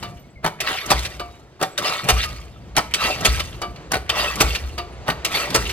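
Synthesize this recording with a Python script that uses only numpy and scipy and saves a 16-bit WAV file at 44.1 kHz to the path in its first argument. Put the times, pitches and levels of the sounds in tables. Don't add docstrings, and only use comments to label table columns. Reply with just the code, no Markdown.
import sys
import numpy as np
from scipy import signal
from scipy.fft import rfft, irfft, next_fast_len
from scipy.io import wavfile
from scipy.ndimage import uniform_filter1d, map_coordinates

SR = 44100
rng = np.random.default_rng(int(sys.argv[2]) if len(sys.argv) > 2 else 0)


def voltage_ratio(decibels):
    exponent = np.asarray(decibels, float) / 20
    return 10 ** exponent


def master(y):
    cut = np.clip(np.atleast_2d(y).T, -1, 1)
    pcm = np.round(cut * 32767)
    wavfile.write(sys.argv[1], SR, pcm.astype(np.int16))


N = 252252
TIME = np.arange(N) / SR

# (time [s], peak [dB], low part [dB], high part [dB], boom [dB])
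BLOWS = [
    (0.9022, -6.5, -0.5, -2.5, -31.5),
    (2.0857, -5.5, -1.5, -1, -27),
    (3.2473, -5.5, -3, -2.5, -25.5),
    (4.4016, -4.5, -0.5, -2.5, -27.5),
    (5.5437, -7.5, -0.5, -0.5, -33.5),
]


def unit(x):
    return x / np.sqrt(np.mean(x ** 2) + 1e-20)


def along(points, hz):
    f, v = np.transpose(points)
    return np.interp(np.log(hz + 1), np.log(f + 1), v)


def wobble(rate_hz):
    return map_coordinates(rng.standard_normal(int(N * rate_hz / SR) + 4), [TIME * rate_hz])


def filtered(x, response):
    size = next_fast_len(N + SR // 2)
    return irfft(rfft(x, size) * response(np.fft.rfftfreq(size, 1 / SR)), size)[..., :N]


def steel_noise(spectrum, patch_db, grit_db):
    impacts = voltage_ratio(grit_db * wobble(700)) * rng.standard_normal((2, N))
    z = signal.stft(impacts, nperseg=256)[2]
    parts = uniform_filter1d(rng.standard_normal(z.shape[1:]), size=2, axis=0)
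    parts = uniform_filter1d(parts, size=10, axis=1)
    grit = signal.istft(z * voltage_ratio(patch_db * unit(parts)), nperseg=256)[1][:, :N]
    return unit(filtered(grit, lambda f: voltage_ratio(along(spectrum, f))))


def three_bands(gains, ring_db, patch_db, grit_db):
    # (frequency [Hz], density [dB per Hz])
    middle = [(900, -25), (1400, -4), (2000, 2), (3200, 1.5), (4700, 0.5), (5600, -8), (8000, -22)]
    low = [(60, -7), (150, -4), (300, -2), (650, 3), (930, 0.5), (1280, 0), (1700, -3.5), (2500, -28)]
    high = [(3500, -26), (5500, 11), (7000, 4), (8500, 4.5), (10500, -1.5), (13000, 0), (16000, -14)]
    # (frequency [Hz], width [Hz], level [dB])
    resonances = [(432, 39.6, -17), (595, 21, -9), (754, 16, -11.5), (914, 8.9, -29), (1157, 87, -9.5),
                  (1297, 31, -4), (1931, 69, -7), (2210, 5, -1), (2407, 7.9, -3), (2727, 23, -1.5),
                  (3024, 17, -6.5), (3567, 16, -7),
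                  (4170, 17, -10), (4600, 14, -6.5), (6000, 18, -10.5), (6660, 33, -9), (8500, 36, -11.5),
                (9700, 30, -11), (11000, 38, -3.5), (12150, 63, -5)]
    force = np.zeros((2, N))
    for gain, band, share in zip(gains, (middle, low, high), (1, 1, .7)):
        force += gain * steel_noise(band, patch_db * share, grit_db)

    def response(f):
        ring = sum(voltage_ratio(db) * 1j * f * width / (hz * hz - f * f + 1j * f * width)
                   for hz, width, db in resonances)
        return 1 + voltage_ratio(ring_db) * ring
    return filtered(force, response)


def bursts(events, rise_s, hold_s, t60s, trim_db):
    power = np.zeros((3, N))
    for s, db, low_db, high_db, *_ in events:
        start = round(s * SR)
        t = TIME[:min(N - start, SR // 4)]
        rise = 1 - np.exp(-t / rise_s)
        for part, rel_db, t60 in zip(power, (0, low_db, high_db), t60s):
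            level_db = db + rel_db + trim_db - 60 * np.clip(t - hold_s, 0, None) / t60
            part[start:start + len(t)] += (voltage_ratio(level_db) * rise) ** 2
    return power


def sliding(peaks, rule, fade_s, flutter_db, **grain):
    gains = np.zeros((3, N))
    for s, db, low_db, high_db in peaks:
        t = TIME - s
        for gain, rel_db, (swell_s, swell_db, hold_s, drop_db, release) in zip(gains, (0, low_db, high_db), rule):
            after = np.clip(t - hold_s, 0, None)
            shape_db = swell_db * np.clip(t / swell_s, -1, 0)
            shape_db = shape_db - drop_db * np.clip(after / .025, 0, 1) - release * after
            gain += np.clip((t + swell_s) / fade_s + 1, 0, 1) * voltage_ratio(db + rel_db + shape_db)
    flutter = np.array([wobble(45), wobble(30), wobble(70)])
    return three_bands(gains * voltage_ratio(flutter_db * flutter), **grain)


def ringing(s, modes, attack_s):
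    out, start = np.zeros(N), round(s * SR)
    t = TIME[:min(N - start, round(SR * max(mode[2] for mode in modes)))]
    tones = sum(voltage_ratio(db - 60 * t / t60) * np.sin(2 * np.pi * hz * t) for hz, db, t60 in modes)
    out[start:start + len(t)] = (1 - np.exp(-t / attack_s)) * tones
    return out


def site():
    # (time [s], level [dB])
    rumble = [(0, -62), (.8, -47), (1.6, -61.5), (2.6, -44), (3.7, -41), (4.3, -37), (5.3, -43.5),
              (5.72, -39)]
    # (time [s], plant [dB], far clatter [dB])
    steady = [(0, -41, -46.5), (.4, -52, -57), (1, -51, -45.5), (1.548, -50, -53.5), (2.5, -44, -50),
              (3.699, -44.5, -46.5), (4.802, -46, -45), (5.72, -41.5, -38)]
    # (frequency [Hz], density [dB per Hz])
    ground_colour = [(18, -28), (35, -14.5), (60, 10), (80, 0.5), (110, -6.5), (200, -92)]
    plant_colour = [(60, -54), (110, 7), (200, -0.5), (400, -12.5), (700, -11), (1200, -45.5)]
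    far_colour = [(180, -44), (300, -6), (343, -2), (3290, -20.5), (3830, -21.5), (6520, -26.5),
                  (8360, -34), (16000, -66)]
    s, plant_db, far_db = np.transpose(steady)
    blow_s = np.array([-.36] + [blow[0] for blow in BLOWS])
    since = TIME - blow_s[:, None]

    def stir(db, delay_s, t60_s):
        t = since - delay_s
        return np.sum(np.clip(t / 0.026, 0, 1) * voltage_ratio(db - 60 * np.abs(t) / t60_s), axis=0)

    ground = voltage_ratio(np.interp(TIME, *np.transpose(rumble))) + stir(-28, 0.071, 1.12)
    roar = stir(-26.5, -0.054, 0.36)
    plant = voltage_ratio(np.interp(TIME, s, plant_db)) + stir(-47, 0.14, 0.63) + roar
    far = voltage_ratio(np.interp(TIME, s, far_db)) + stir(-47.5, 0.13, 0.63)
    out = np.zeros((2, N))
    for gain, colour, patch_db in ((ground, ground_colour, 0), (plant, plant_colour, 2), (far, far_colour, 1)):
        out += gain * voltage_ratio(2.2 * wobble(14)) * steel_noise(colour, patch_db, grit_db=0)
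    return out


def loose_pings():
    # (time [s], frequency [Hz], level [dB], t60 [s])
    pings = [(.075, 11000, -58, 0.11), (.16, 63, -25.5, 0.11), (0.193, 12050, -41.5, 0.067),
             (.235, 2180, -47, 0.12), (.3, 7800, -49, 0.06), (.357, 2210, -31, 0.039),
             (.372, 2100, -41.5, 0.12), (0.362, 60, -31, 0.11), (.8, 11350, -35, 0.24),
             (1.052, 2675, -22, 0.053), (1.301, 3830, -53, 0.6), (1.715, 7800, -43, 0.12),
             (2.088, 3570, 2.5, 0.02), (2.251, 1237, -26.5, 0.22), (3.04, 11500, -42, 0.14),
             (3.117, 2630, -18, 0.12), (3.349, 1610, -12.5, 0.037), (3.919, 8770, -18, 0.016),
             (3.92, 6250, -25, 0.026), (4.094, 3110, -8, 0.052), (4.18, 11200, -30, 0.14),
             (4.276, 2620, -15.5, 0.095), (4.36, 9700, -39, 0.075), (4.92, 9700, -51, 0.14),
             (5.35, 11500, -22, 0.13), (5.349, 4470, -19, 0.21), (5.415, 2680, -20.5, 0.17),
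             (3.5, 11300, -51, .1)]
    return sum(ringing(s, [mode], 0.0045) for s, *mode in pings) * voltage_ratio(1.9 * wobble(90))


def loose_rattle():
    # (time [s], level [dB])
    shakes = [
        (-.26, -33),
        (0.9, -33),
        (2.086, -31.5),
        (3.247, -31),
        (4.4, -32),
        (5.5457, -33),
    ]
    # (swell [s], swell [dB], hold [s], drop [dB], release [dB per s])
    rattle_rule = [(.04, 3, .072, 7, 70), (.04, 1, .08, 3, 60), (.04, 8, .075, 8, 65)]
    peaks = [(s + .085, db, -9, -5) for s, db in shakes]
    return sliding(peaks, rattle_rule, .02, 2.4, ring_db=10, patch_db=4.3, grit_db=3.5)


def small_ticks():
    # (time [s], peak [dB], low part [dB], high part [dB])
    ticks = [(0.858, -22, 1, 11.5), (2.041, -21, 3, 5.5), (2.91, -34, -13, 7), (3.2064, -20.5, -2, 7),
             (3.7589, -25.5, -3, -12), (4.172, -12, -5, -7), (4.3554, -16.5, -7, 4.5),
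             (5.502, -10, -8, -0.5)]
    return bursts(ticks, 0.0025, 0.0017, (.06, .08, .04), -12.5)


def hard_snaps():
    # (time [s], level [dB])
    cracks = [(.4495, -10), (.717, -17), (.9065, -12), (1.633, -11), (2.0885, -9), (2.772, -8),
              (3.042, -14), (3.9195, -8), (3.943, -12), (4.4215, -9), (5.09, -18), (5.559, -10)]
    return sum(ringing(s, [(1510, db, 0.0047), (4100, db - 17, 0.0013), (9900, db - 3, 0.0037)], .0001)
               for s, db in cracks)


def fuel_lever():
    # (time [s], peak [dB], low part [dB], high part [dB])
    lever = [
        (0.0272, -24, 0, -7),
        (1.1956, -26, 0.5, -5.5),
        (3.6164, -21.5, 1, -6.5),
        (4.779, -20, -3, -11.5),
    ]
    # (frequency [Hz], level [dB], t60 [s])
    lever_modes = [(355, -13, .2), (703, -10, .42), (940, -12, .15), (1175, -5, .2), (1215, -6, .15),
                   (2290, -12, .17), (2950, -6, .12), (3817, -17, .1), (4560, -7, .09), (4750, -12, .09)]
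    ring = np.zeros(N)
    for s, db, low_db, _ in lever:
        modes = [(hz, level_db + rng.normal(0, 1.2), t60) for hz, level_db, t60 in lever_modes]
        ring += voltage_ratio(db + low_db + 2) * ringing(s, modes, .005) * voltage_ratio(2.2 * wobble(60))
    return bursts(lever, 0.00042, 0.0046, (.12, .15, .05), -6.5), ring


def guide_clanks():
    # (time [s], peak [dB], low part [dB], high part [dB], knock [Hz])
    clanks = [(0.4422, -16, 9.5, -9, 580), (0.449, -14, -10, -10, 1280), (0.4608, -11, -2, -4, 850),
              (0.474, -17, 3, -4.5, 1220), (1.6125, -14, 4, -4.5, 745), (1.6255, -16, 10.5, 6, 1390),
              (1.6286, -9.5, -0.5, -13, 1300), (1.642, -18, -11, -17, 1240), (2.7653, -5, -3, 2.5, 1150),
              (2.773, -5.5, -3, -19, 800), (2.7798, -11.5, 5.5, 4.5, 1310), (2.7896, -9, -2, -15, 1280),
              (3.917, -10, -1.5, 3.5, 670), (3.933, -11, 4, -13, 2080), (3.9404, -8, -1.5, -6.5, 1070),
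              (3.952, -12.5, 0.5, -11, 1300), (3.9664, -18, -8, -4, 619), (5.079, -14.5, 3.5, -9, 607),
              (5.0865, -15.5, 12, -6.5, 850), (5.1, -6.5, -9, -12.5, 1260), (5.1162, -21, 2.5, -15, 950)]
    # (time [s], level [dB])
    braking = [
        (.426, -20),
        (1.592, -17),
        (2.748, -13),
        (3.902, -14),
        (5.058, -16),
    ]
    power = bursts(clanks, 0.0016, 0.0024, (.05, .09, .035), -10)
    power += bursts([(s, db - 6, 7, -26) for s, db in braking], .12, .019, (.03, .03, .03), 0)
    ring = np.zeros(N)
    for s, db, low_db, _, hz in clanks:
        modes = [(hz, -11, .05), (1500, -11, .05), (1850, -12, .05), (160, -16, .08)]
        ring += voltage_ratio(db + low_db) * ringing(s, modes, 0.0029)
    return power, ring


def port_pops():
    # (time [s], peak [dB], low part [dB], high part [dB])
    pops = [
        (0.603, -10, -10.5, -4.5),
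        (1.7774, -9.5, -19, -3.5),
        (2.9382, -8, -11.5, -2),
        (4.0928, -8, -8, -8.5),
        (5.2472, -8, -10, -3),
    ]
    return bursts(pops, 0.00044, 0.0084, (.07, .12, .06), -11)


def cylinder_grind():
    # (time [s], level [dB], low part [dB], high part [dB])
    slides = [
        (.69, -23, -9, -17),
        (1.87, -22, -6.5, -14),
        (3.04, -21.5, -6.5, -14),
        (4.195, -21, -6.5, -14.5),
        (5.35, -23, -5, -11.5),
    ]
    # (swell [s], swell [dB], hold [s], drop [dB], release [dB per s])
    grind_rule = [(0.082, 20.5, 0.011, 3.5, 76), (0.0845, 7.5, .02, 0.5, 72), (0.038, 4.5, 0.066, 2.5, 80)]
    return sliding(slides, grind_rule, .008, 1.4, ring_db=13, patch_db=4.3, grit_db=3)


def boom():
    # (frequency [Hz], level [dB], t60 [s])
    pile = [(60.2, 4, 0.35), (64, -18, 0.17), (50.5, -30, 0.29), (190, -18, 0.43)]
    return -sum(voltage_ratio(boom_db + 13.5) * ringing(s + 0.03504, pile, 0.011) for s, *_, boom_db in BLOWS)


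def anvil_blows():
    load_s = 0.044
    load = [(s - load_s, db - 34, 11, -8) for s, db, *_ in BLOWS]
    squeeze = [(s - .014, db - 19, low_db - 3, high_db - 6) for s, db, low_db, high_db, _ in BLOWS]
    rebounds = [(s + .147, db - 11, -13, -10) for s, db, *_ in BLOWS]
    power = bursts([*BLOWS, *squeeze], 0.0019, 0.017, (.07, .12, .05), -9)
    power += bursts(load, .03, load_s, (.03, .05, .03), 0)
    power += bursts(rebounds, .002, .012, (.05, .06, .04), -6)
    modes = [(119.6, -18.5, 0.21), (192.7, -15.5, 0.17), (442.6, -9, 0.12)]
    ring = sum(voltage_ratio(db) * ringing(s, modes, 0.016) for s, db, *_ in BLOWS)
    return power, ring


def contacts():
    lever_power, lever_ring = fuel_lever()
    clank_power, clank_ring = guide_clanks()
    blow_power, blow_ring = anvil_blows()
    power = small_ticks() + lever_power + clank_power + port_pops() + blow_power
    ring = loose_pings() + hard_snaps() + lever_ring + clank_ring + blow_ring
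    return three_bands(np.sqrt(power), ring_db=6, patch_db=3, grit_db=2.6) + ring * [[1], [.4]]


def echoes(x):
    # (frequency [Hz], level [dB])
    wall = [(100, -8), (800, -12), (2500, 5.5), (5000, -12), (9000, -13), (16000, -15)]
    # (frequency [Hz], t60 [s])
    yard_t60 = [(100, 0.67), (800, 0.38), (3000, 0.38), (10000, 0.33)]
    slap = filtered(x, lambda f: voltage_ratio(along(wall, f) - 23) * np.exp(-2j * np.pi * f * .144))
    hz, t, z = signal.stft(rng.standard_normal((2, SR // 2)), SR, nperseg=256)
    tail = signal.istft(z * voltage_ratio(-60 * t / along(yard_t60, hz)[:, None]), SR, nperseg=256)[1]
    yard = signal.fftconvolve(x, tail / np.linalg.norm(tail[0]), axes=1)[:, :N]
    return slap + voltage_ratio(-13) * yard


def stereo(pair):
    # (frequency [Hz], left-right correlation)
    alike = [(60, .95), (500, .95), (1500, .86), (4000, .68), (6000, .6), (12000, .6)]
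    # (frequency [Hz], phase [rad])
    left_lead = [(30, 0.24), (500, 0.49), (1800, 1.3), (3200, 0.98), (4800, 1.74), (5500, 3.37),
                 (8300, 4.93), (16000, 4.4)]
    # (frequency [Hz], level [dB])
    left_louder = [(60, 0.2), (1000, 0.4), (4000, -0.5), (12000, -0.6)]

    def split(f):
        angle = np.arccos(np.clip(along(alike, f), -1, 1)) / 2
        return [np.cos(angle), np.sin(angle)]

    shared, apart = filtered(pair, split)
    half = np.array([[.5], [-.5]])
    return filtered(np.array([shared + apart, shared - apart]),
                    lambda f: np.exp(1j * along(left_lead, f) * half) * voltage_ratio(along(left_louder, f) * half))


def scene():
    knocks = contacts()
    pair = site() + loose_rattle() + cylinder_grind() + boom() * [[1], [.5]] + knocks + echoes(knocks)
    return stereo(pair)


def top_cut(x):
    return signal.sosfilt(signal.butter(12, 16610, fs=SR, output="sos"), x)


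def record(dry):
    x = dry / (1 + np.abs(dry / .95) ** 6) ** (1 / 6)
    x = filtered(x, lambda f: 1 / (1 + (f / 15950) ** 90))
    return top_cut(x)


dry = scene()
out = record(dry)
master(out)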